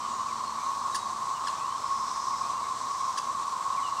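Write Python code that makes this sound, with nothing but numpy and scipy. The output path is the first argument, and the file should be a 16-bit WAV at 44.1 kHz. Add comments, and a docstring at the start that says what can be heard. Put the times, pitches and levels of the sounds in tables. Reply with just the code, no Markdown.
"""A far drone near 1.1 kHz, most likely periodical cicadas, under a wide hiss and a faint machine hum.
Songbirds whistle in the trees; a nearer insect buzz swells twice.
In front, a hummingbird hovers at a garden feeder. Its wingbeats make a soft harmonic hum,
and it gives three sharp chips: falling harmonic stacks, two of them breaking into a rasp."""
import sys
import numpy as np
from scipy import signal
from scipy.fft import rfft, irfft
from scipy.io import wavfile
from scipy.ndimage import uniform_filter1d

SR = 44100
rng = np.random.default_rng(int(sys.argv[2]) if len(sys.argv) > 2 else 0)


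def generate_wav(sig):
    """Save sig (samples, or channels by samples) to the path in sys.argv[1] as 16-bit PCM at SR."""
    pcm = np.round(np.clip(np.atleast_2d(sig).T, -1, 1) * 32767).astype(np.int16)
    wavfile.write(sys.argv[1], SR, pcm)


N = 176400

# machine hum partials (frequency [Hz], level [dB])
HUM_PARTIALS = [(60, -74), (120, -66.5)]
# air and far insects (frequency [Hz], relative density [dB])
AIR_SPECTRUM = [(20, -26), (40, -19), (60, -3.5), (200, 0), (450, -1.5), (700, 3), (1700, -2), (2800, -8),
                (3450, -4.5), (3900, -1), (4400, -1), (4800, -4), (5800, 0), (6800, -3.5), (8000, -2.5),
                (9500, -14), (11500, -24), (13500, -28), (15500, -32)]
# slow drift of the hiss treble (time [s], gain [dB])
TREBLE_GAIN = [(0, -0.5), (.7, 0), (1.6, -0.26), (2.6, 0.3), (3.3, 0.5), (3.55, 0.4), (4, 0.2)]
# cicada chorus (frequency [Hz], relative density [dB])
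CHORUS_SPECTRUM = [(450, -45), (640, -33.5), (715, -25), (820, -24.5), (940, -12), (1010, -9), (1060, -1.5),
                   (1095, -1.3), (1140, -5), (1175, -12.5), (1215, -14.5), (1255, -15), (1320, -22.5),
                   (1450, -27), (1900, -56)]
# chorus envelope (time [s], level [dB])
CHORUS_LEVEL = [(0, -33), (.5, -32.5), (.85, -31), (1.1, -32.5), (1.4, -30.5), (1.75, -32.5), (2.2, -31.5),
                (2.55, -31.5), (2.88, -33.5), (3.05, -31), (3.3, -33), (3.55, -30.5), (3.8, -30.5),
                (4, -31)]
# nearer insect (frequency [Hz], relative density [dB])
BUZZ_SPECTRUM = [(4000, -26), (4800, -4), (5150, 5), (5450, 0), (5900, 4.5), (6250, -6), (6650, 1),
                 (7300, -42)]
# buzz swells (centre time [s], half length [s], peak level [dB])
BUZZ_SWELLS = [(2.21, 0.29, -46.5), (3.02, 0.16, -49)]
# ringing note in the buzz (time [s], level [dB])
RING_LEVEL = [(1.7, -100), (1.78, -52), (2.05, -56), (2.3, -58), (2.43, -54), (2.55, -100)]
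# songbird notes (time [s], length [s], start pitch [Hz], end pitch [Hz], level [dB], blur [0-1])
SONGBIRD_NOTES = [(.10, .075, 6800, 6800, -54, .25), (.185, 0.07, 6830, 6840, -59, .25),
                  (0.301, .08, 4520, 4460, -63, .2), (0.368, 0.15, 4330, 4310, -57.5, 0.1),
                  (0.461, .06, 4264, 4310, -51.5, 0.3), (.6, 0.13, 6260, 6260, -55, .3),
                  (0.731, 0.13, 6230, 6200, -63, .2), (0.917, 0.045, 3850, 3800, -51, .3),
                  (.99, .065, 3860, 3800, -53, 0.1), (1.339, 0.048, 3090, 2760, -55.5, 0.8),
                  (1.57, .11, 2340, 2870, -57.5, 0.8), (1.68, 0.085, 2950, 3240, -57.5, .7),
                  (2.32, 0.041, 2300, 1980, -54.5, 0.6), (2.42, 0.074, 2280, 2650, -59, .9),
                  (2.539, 0.052, 2780, 2800, -59, 0.2), (2.625, 0.045, 2310, 2050, -54.5, .8),
                  (2.998, .03, 2340, 2150, -57, .6), (3.698, 0.072, 2850, 2700, -60, .8),
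                  (3.766, 0.045, 2390, 1990, -50, 0.5), (3.826, 0.07, 3020, 2760, -48.5, 0.3),
                  (3.961, 0.06, 2770, 2760, -55, 0.3), (0, 0.16, 3150, 2750, -60, 0.94),
                  (0.187, 0.053, 2950, 2900, -63, 1), (0.267, 0.064, 2700, 2010, -56, 0.9),
                  (0.569, 0.074, 2250, 2350, -58, .8), (.58, .09, 11200, 12150, -75, .8),
                  (.67, .08, 12150, 11100, -71, .8)]
# hummingbird wingbeat (time [s], rate [Hz], level [dB])
WINGBEAT = [(0, 59.7, -56.5), (.5, 55.5, -56), (.68, 62, -64), (.9, 58, -60.5), (1.2, 55, -57.5),
            (1.45, 56, -69), (1.85, 58.5, -61.5), (2.4, 53, -61.5), (2.7, 59, -62), (3.1, 60, -63),
            (3.4, 56.5, -64), (4, 66, -88)]
# wingbeat harmonics (order [-], relative level [dB])
WING_HARMONICS = [(1, -7), (2, -17), (3, -9), (4, 5.5), (5, -15), (6, -4)]
# hummingbird chips (time [s], length [s], rise [s], start pitch [Hz], end pitch [Hz], level [dB],
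# roughness [0-1], tilt [dB/harmonic])
CHIP_CALLS = [(0.942, 0.025, .006, 1856, 1348, -32.5, 0.6, 1.95),
              (1.467, 0.02, 0.0037, 1870, 1320, -34.5, 0.08, -0.5),
              (3.173, .019, .002, 1756, 1273, -34.5, 0.7, 0.1)]
# voiced part of a chip (frequency [Hz], relative level [dB])
CHIP_SPECTRUM = [(1400, -6), (1750, 7), (2200, 9), (2900, 4), (3400, -2), (4000, 0.5), (5000, 1.5),
                 (6500, -6.5), (8000, -2.5), (9600, -4), (11500, -32), (13500, -28), (15500, -33)]
# noisy part of a chip (frequency [Hz], relative density [dB])
RASP_SPECTRUM = [(1200, -7), (2200, -15.5), (2900, -9), (5200, 5), (6500, 1.5), (8000, -15.5), (9800, -4.5),
                 (11500, -31), (14000, -22), (15500, -27)]


def amp(db):
    """Decibels to gain."""
    return 10 ** (np.asarray(db) / 20)


def unit(x):
    """Scale to rms 1."""
    return x / np.sqrt(np.mean(x ** 2) + 1e-20)


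def db_at(spectrum, hz):
    """Interpolate a spectrum on a log-frequency axis."""
    points_hz, db = np.transpose(spectrum)
    return np.interp(np.log(hz + 1), np.log(points_hz + 1), db)


def curves(rows):
    """Each value column of a time table, per sample."""
    times_s, *columns = np.transpose(rows)
    return [np.interp(np.arange(N) / SR, times_s, column) for column in columns]


def add(mix, start_s, sound):
    """Mix a sound in at start_s."""
    part = mix[round(start_s * SR):][:len(sound)]
    part += sound[:len(part)]


def noise(spectrum):
    """Shaped noise, rms 1."""
    gain = amp(db_at(spectrum, np.fft.rfftfreq(N, 1 / SR)))
    return unit(irfft(rfft(rng.standard_normal(N)) * gain, N))


def wander(rate_hz, n=N):
    """Smooth random motion up to about rate_hz."""
    gain = np.exp(-(np.fft.rfftfreq(N, 1 / SR) / rate_hz) ** 2)
    return unit(irfft(rfft(rng.standard_normal(N)) * gain, N))[:n]


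def tone(hz, blur, blur_hz=130):
    """Tone on a pitch curve; blur is the power share smeared into narrow noise."""
    phase = 2 * np.pi * np.cumsum(hz) / SR
    smear = wander(blur_hz, len(hz)) * np.sin(phase) + wander(blur_hz, len(hz)) * np.cos(phase)
    return unit(np.sqrt(1 - blur) * np.sin(phase) + np.sqrt(blur / 2) * smear)


def echoes(x, t60_s, wet_db):
    """Scattered reflections from house and trees, starting after 5 ms."""
    t = np.arange(SR) / SR
    taps = rng.standard_normal(SR) * (rng.random(SR) < 0.05)
    taps *= amp(-60 * t / t60_s) * (t > 0.005)
    return amp(wet_db) * signal.fftconvolve(x, taps / np.linalg.norm(taps))[:N]


def machine_hum():
    """Faint hum of a far machine, with slight phase jitter."""
    t = np.arange(N) / SR
    return sum(amp(db) * unit(np.sin(2 * np.pi * hz * t + 0.13 * wander(4.9))) for hz, db in HUM_PARTIALS)


def air(level_db=-44, patch_db=0.7, flicker_db=0.52, swell_db=0.36, treble_from_hz=3700):
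    """Outdoor wash and insect hiss in drifting patches; the treble slowly swells and sinks."""
    hz, t, bins = signal.stft(noise(AIR_SPECTRUM), SR, nperseg=512)
    patches = uniform_filter1d(rng.standard_normal(bins.shape), size=7, axis=0)
    patches = unit(uniform_filter1d(patches, size=16, axis=1))
    treble_db = np.outer(hz > treble_from_hz, np.interp(t, *np.transpose(TREBLE_GAIN)))
    wash = signal.istft(bins * amp(patch_db * patches + treble_db), nperseg=512)[1][:N]
    return wash * amp(level_db + flicker_db * wander(35) + swell_db * wander(10))


def cicada_chorus(centre_hz=1088.6, waver_hz=31.97, centre_db=-6):
    """Countless far cicadas on nearly one pitch merge into a drone with a firmer, wavering centre."""
    level_db, = curves(CHORUS_LEVEL)
    centre = tone(centre_hz + waver_hz * wander(12.99), blur=0)
    return amp(level_db) * unit(noise(CHORUS_SPECTRUM) + amp(centre_db) * centre)


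def insect_buzz(ring_hz=5260):
    """A nearer insect swells twice; a thin ringing note leads into the first swell."""
    t = np.arange(N) / SR
    swells = sum(amp(db) * np.exp(-abs((t - mid_s) / half_s) ** 3) for mid_s, half_s, db in BUZZ_SWELLS)
    ring_db, = curves(RING_LEVEL)
    return swells * noise(BUZZ_SPECTRUM) + amp(ring_db) * tone(np.full(N, ring_hz), blur=0.75)


def songbird_whistle(length_s, start_hz, end_hz, level_db, blur):
    """One far note, blurred on its way through the trees."""
    progress = np.arange(0, length_s, 1 / SR) / length_s
    envelope = np.sqrt(abs(np.sin(np.pi * progress)))
    return amp(level_db) * unit(envelope * tone(start_hz + (end_hz - start_hz) * progress, blur))


def hummingbird_wings(rate_jitter=0.01, flutter_db=2):
    """Wingbeat harmonics; rate and level shift as the bird darts."""
    beat_hz, level_db = curves(WINGBEAT)
    phase = 2 * np.pi * np.cumsum(beat_hz * (1 + rate_jitter * wander(34))) / SR
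    gain = amp(level_db + flutter_db * wander(15))
    harmonics = [amp(db) * np.cos(k * phase + 2 * np.pi * rng.random()) for k, db in WING_HARMONICS]
    return gain * unit(sum(harmonics))


def hummingbird_chip(length_s, rise_s, start_hz, end_hz, level_db, roughness, tilt_db):
    """Flickering harmonics drop in pitch; roughness sets how far they break into a rasp."""
    break_s, fall_s, flicker_db = 0.011, 0.0031, 4.5
    t = np.arange(0, length_s, 1 / SR)
    n = len(t)
    rasp_share = roughness * np.minimum(t / break_s, 1)
    hz = start_hz + (end_hz - start_hz) * t / length_s
    pitch_jitter = 0.094 * rasp_share * wander(910, n)
    phase = 2 * np.pi * np.cumsum(hz * (1 + pitch_jitter)) / SR
    voiced = np.zeros(n)
    for k in range(1, 12):
        harmonic_db = db_at(CHIP_SPECTRUM, k * hz) + tilt_db * k + flicker_db * wander(280, n)
        voiced += amp(harmonic_db) * np.sin(k * phase)
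    call = np.sqrt(1 - rasp_share) * unit(voiced) + np.sqrt(rasp_share) * noise(RASP_SPECTRUM)[:n]
    envelope = np.minimum(t / rise_s, 1) * np.minimum((length_s - t) / fall_s, 1)
    return amp(level_db) * envelope * call


def scene():
    """Near hummingbird and far songbirds over the insect chorus, mono."""
    bounce_s, bounce_db = 0.001464, -17  # reflection off a close surface
    bed = air() + cicada_chorus() + insect_buzz() + hummingbird_wings() + machine_hum()
    chips, whistles = np.zeros(N), np.zeros(N)
    for start_s, *call in CHIP_CALLS:
        chip = hummingbird_chip(*call)
        add(chips, start_s, chip)
        add(chips, start_s + bounce_s, amp(bounce_db) * chip)
    for start_s, *note in SONGBIRD_NOTES:
        add(whistles, start_s, songbird_whistle(*note))
    chips += echoes(chips, t60_s=0.23, wet_db=-7.5)
    whistles += echoes(whistles, t60_s=1.0, wet_db=-6)
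    return (bed + whistles + chips)[None]


def record(dry):
    """Low-pass at 15.7 kHz."""
    lowpass = signal.firwin(511, 15700, window=("kaiser", 9), fs=SR)
    return signal.oaconvolve(dry, lowpass[None], "same")


dry = scene()
out = record(dry)
generate_wav(out)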